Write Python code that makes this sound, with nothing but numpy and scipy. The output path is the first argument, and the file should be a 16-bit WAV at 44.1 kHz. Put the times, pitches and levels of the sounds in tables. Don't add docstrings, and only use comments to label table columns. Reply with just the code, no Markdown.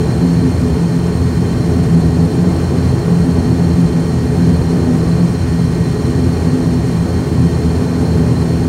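import sys
import numpy as np
from scipy import signal
from scipy.fft import rfft, irfft, next_fast_len
from scipy.io import wavfile
from scipy.ndimage import uniform_filter1d, minimum_filter1d

SR = 44100
rng = np.random.default_rng(int(sys.argv[2]) if len(sys.argv) > 2 else 0)


def waveform_to_disk(signal):
    frames = np.transpose(np.atleast_2d(signal))
    scaled = np.clip(frames, -1, 1) * 32767
    samples = np.round(scaled).astype(np.int16)
    wavfile.write(sys.argv[1], SR, samples)


N = 382788

# time in seconds, level offset in dB.
WASH_SWELL = [(0, 0), (1.3, -1.3), (2.4, 1.0), (3.3, 1.2), (4.05, -0.6), (4.95, 1.7), (5.5, -3), (6.1, 0),
              (7.3, -1), (8.15, 0.7), (8.68, -0.5)]
# time in seconds, level offset in dB.
BLADE_SWELL = [(0.0, 1), (0.3, -11), (0.6, 7.5), (0.9, -10), (1.2, 1.7), (2.24, 4), (2.39, 0.5), (3.74, 4),
               (3.89, -13), (4.49, 9), (4.64, -0.3), (6.14, -5), (6.29, 4.5), (6.58, -5.5), (7.33, 2),
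               (8.68, 1.5)]
WASH_SHARE = 0.98


def propellers(blade_hz=84.3, sway_hz=1.49, base_db=-22):
    # time in seconds, level offset in dB.
    third_swell = [(0.0, -6.5), (0.3, 4.5), (1.05, -4), (2.39, 5), (2.69, -1.7), (3.29, -1), (3.44, 4),
                   (4.19, -2.5), (4.94, 2), (5.24, -6), (5.69, 2), (5.99, -6.5), (6.44, 3.5), (7.33, -2.6),
                   (7.63, 0.7), (8.68, 1)]
    # harmonic number, width in Hz, base level in dB.
    overtones = [(2, 19, -26.5), (3, 24, -28), (4, 25, -29.5), (5, 26.5, -30.5), (6, 15, -41.5),
                 (7, 9.4, -47), (8, 16, -49)]
    hz = blade_hz + sway_hz * drift(width_hz=7.1)
    throb = from_db(1.14 * drift(width_hz=14))
    first_gain = from_db(base_db + curves(BLADE_SWELL)[0])
    third_gain = from_db(base_db + curves(third_swell)[0])
    drone = first_gain * tone(hz, unsteady(share=0.34, width_hz=11.8))
    drone += gust_surges() * throb * tone(2 * hz, unsteady(share=0.25, width_hz=20.6))
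    drone += third_gain * tone(3 * hz, unsteady(share=0.5, width_hz=19.7))
    swell_db = WASH_SHARE * curves(WASH_SWELL)[0]
    for harmonic, width_hz, level_db in overtones:
        drone += from_db(level_db + swell_db) * tone(round(harmonic) * blade_hz, flutter(width_hz))
    return drone


def gust_surges(rest_db=-21.5):
    # centre in seconds, length in seconds, peak level in dB.
    gusts = [(0.33, 0.33, -13), (0.84, 0.22, -16.5), (1.03, 0.17, -13), (1.99, 0.45, -11.5),
             (2.216, 0.11, -11.5), (2.448, 0.22, -12.3), (3.222, 0.25, -13), (3.83, 0.47, -14.5),
             (4.467, 0.3, -11), (4.714, 0.21, -12.5), (4.97, 0.22, -11), (5.183, 0.28, -10.5),
             (5.66, 0.17, -14.5), (6.986, 0.25, -15), (7.444, 0.24, -15.5), (8.149, 0.15, -11.5)]
    t = np.arange(N) / SR
    rest = from_db(rest_db)
    gain = np.full(N, rest)
    for centre_s, length_s, peak_db in gusts:
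        inside = np.abs(t - centre_s) < length_s / 2
        hump = np.cos(np.pi * (t[inside] - centre_s) / length_s)
        gain[inside] += (from_db(peak_db) - rest) * hump
    return gain


def propeller_wash(rumble_gust_db=1.2, roar_gust_db=0.6, gust_width_hz=18):
    # frequency in Hz, density in dB per Hz.
    rumble_spectrum = [(30, -95), (70, -52), (95, -41), (119, -35.5), (142, -37.5), (170, -42),
                       (200, -44.5), (235, -45), (330, -72), (600, -100)]
    roar_spectrum = [(120, -71), (220, -64), (270, -48.5), (310, -47.5), (400, -48), (448, -46),
                     (485, -54.5), (570, -57), (820, -58.5), (1000, -66.5), (1500, -76.5), (4000, -110)]
    rumble = shaped_noise(rumble_spectrum)
    rumble *= from_db(0.2 * curves(BLADE_SWELL)[0] + rumble_gust_db * drift(gust_width_hz))
    roar = shaped_noise(roar_spectrum)
    roar *= from_db(WASH_SHARE * curves(WASH_SWELL)[0] + roar_gust_db * drift(gust_width_hz))
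    return rumble + roar


def shafts():
    # frequency in Hz, level in dB, fluttering share of the power.
    shaft_tones = [(61.8, -41, 0.55), (128.8, -25, 0.13), (214.9, -32.5, 0.2), (1031, -51.5, 0.1)]
    speed = 1 + 0.0012 * drift(width_hz=2.25)
    return sum(from_db(level_db) * tone(hz * speed, unsteady(share, width_hz=11))
               for hz, level_db, share in shaft_tones)


def wheels():
    # frequency in Hz, density in dB per Hz.
    rolling_spectrum = [(15, -82), (28, -72), (41, -55.5), (52, -49), (63, -43.5), (78, -39.5), (100, -53),
                        (200, -64), (500, -120)]
    return shaped_noise(rolling_spectrum)


def rushing_air(flicker_db=0.45):
    # frequency in Hz, density in dB per Hz.
    hiss_spectrum = [(400, -96), (1000, -66), (1300, -69), (2000, -72), (2800, -75.5), (3400, -79.5),
                     (3850, -79.5), (4550, -77), (6100, -80.5), (7150, -77.5), (7750, -83.5), (9600, -84.5),
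                     (12000, -90.5), (15600, -97)]
    # resonance in Hz, width in Hz, level in dB.
    resonances = [(1114, 91, -42.5), (1532, 117, -46), (1724, 30, -54), (2116, 36, -53.5),
                  (2430, 57, -56.5), (3284, 61, -60.5), (3556, 92, -61.5), (4200, 290, -50),
                  (5485, 340, -51), (6390, 130, -54.5), (8410, 420, -52), (10030, 90, -73),
                  (10530, 270, -59), (13520, 160, -70), (15520, 240, -71)]
    ringing = sum(from_db(level_db) * tone(hz, flutter(width_hz))
                  for hz, width_hz, level_db in resonances)
    return (shaped_noise(hiss_spectrum) + ringing) * from_db(flicker_db * drift(width_hz=25))


def turbines():
    # pitch in Hz, width in Hz, level in dB, warble depth in Hz, warbles per second.
    whistles = [(1786, 30, -51.5, 3.9, 3), (3134, 54, -52, 14.7, 2.85), (4105, 40, -48, 8.9, 2.7),
                (4354, 60, -46, 12.7, 5.1), (8560, 100, -52.5, 26.4, 9.5), (9020, 130, -56, 26, 5),
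                (12320, 90, -66, 25, 5)]
    out = np.zeros(N)
    for hz, width_hz, level_db, depth_hz, warbles_per_s in whistles:
        rate_hz = warbles_per_s * (1 + 0.25 * drift(width_hz=3.02))
        warble = np.sin(2 * np.pi * np.cumsum(rate_hz) / SR)
        out += from_db(level_db) * tone(hz + depth_hz * warble, flutter(width_hz))
    return out


def accessory_drive(mesh_hz=1880, wander_hz=1.31, third_offset_db=-10):
    # time in seconds, level in dB.
    mesh_levels = [(0, -47.5), (2.5, -47.5), (6.5, -45), (8.68, -48.5)]
    hz = mesh_hz + wander_hz * drift(width_hz=1.8)
    level_db = curves(mesh_levels)[0]
    mesh = from_db(level_db) * tone(hz, unsteady(share=0.08, width_hz=18))
    third = from_db(level_db + third_offset_db) * tone(3 * hz, unsteady(share=0.4, width_hz=14))
    return mesh + third


def window_recess(x):
    # delay in seconds, signed gain.
    reflections = [(.001828, -.09), (.002208, .07), (.002628, -.06), (.001492, -.05), (.003248, .045)]
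    return x + sum(gain * np.roll(x, round(delay_s * SR)) for delay_s, gain in reflections)


def from_db(db):
    return 10 ** (np.asarray(db) / 20)


def unit_rms(x):
    return x / np.sqrt(np.mean(np.abs(x) ** 2) + 1e-20)


def curves(rows):
    times_s, *columns = np.transpose(rows)
    return [np.interp(np.arange(N) / SR, times_s, column) for column in columns]


def flutter(width_hz, hop=16):
    count = next_fast_len(N // hop + 2)
    hz = np.fft.fftfreq(count, hop / SR)
    real, imaginary = rng.standard_normal((2, count))
    bell = 2 ** (-2 * (hz / width_hz) ** 2)
    slow = np.fft.ifft((real + 1j * imaginary) * bell)
    return np.interp(np.arange(N) / hop, np.arange(count), unit_rms(slow))


def drift(width_hz):
    return unit_rms(flutter(width_hz).real)


def unsteady(share, width_hz):
    return np.sqrt(1 - share) + np.sqrt(share) * flutter(width_hz)


def tone(hz, gain):
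    phase = 2 * np.pi * np.cumsum(hz * np.ones(N)) / SR + rng.uniform(0, 2 * np.pi)
    return np.sqrt(2) * (gain.real * np.cos(phase) - gain.imag * np.sin(phase))


def shaped_noise(spectrum):
    size = next_fast_len(N)
    hz, density_db = np.transpose(spectrum)
    bins_hz = np.fft.rfftfreq(size, 1 / SR)
    colour = from_db(np.interp(np.log(bins_hz + 1), np.log(hz), density_db))
    white = rfft(rng.standard_normal(size))
    return irfft(white * colour, size)[:N] * np.sqrt(SR / 2)


def scene():
    engines = propellers() + shafts() + accessory_drive() + turbines()
    return (engines + propeller_wash() + wheels() + window_recess(rushing_air()))[None]


def record(dry):
    ceiling, limiter_s, cutoff_hz = 0.9, 0.006, 15750
    size = round(limiter_s * SR)
    needed_gain = ceiling / np.maximum(np.abs(dry), ceiling)
    limited = dry * uniform_filter1d(minimum_filter1d(needed_gain, size), size)
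    lowpass = signal.ellip(12, 0.1, 80, cutoff_hz, fs=SR, output="sos")
    return signal.sosfilt(lowpass, limited)


dry = scene()
out = record(dry)
waveform_to_disk(out)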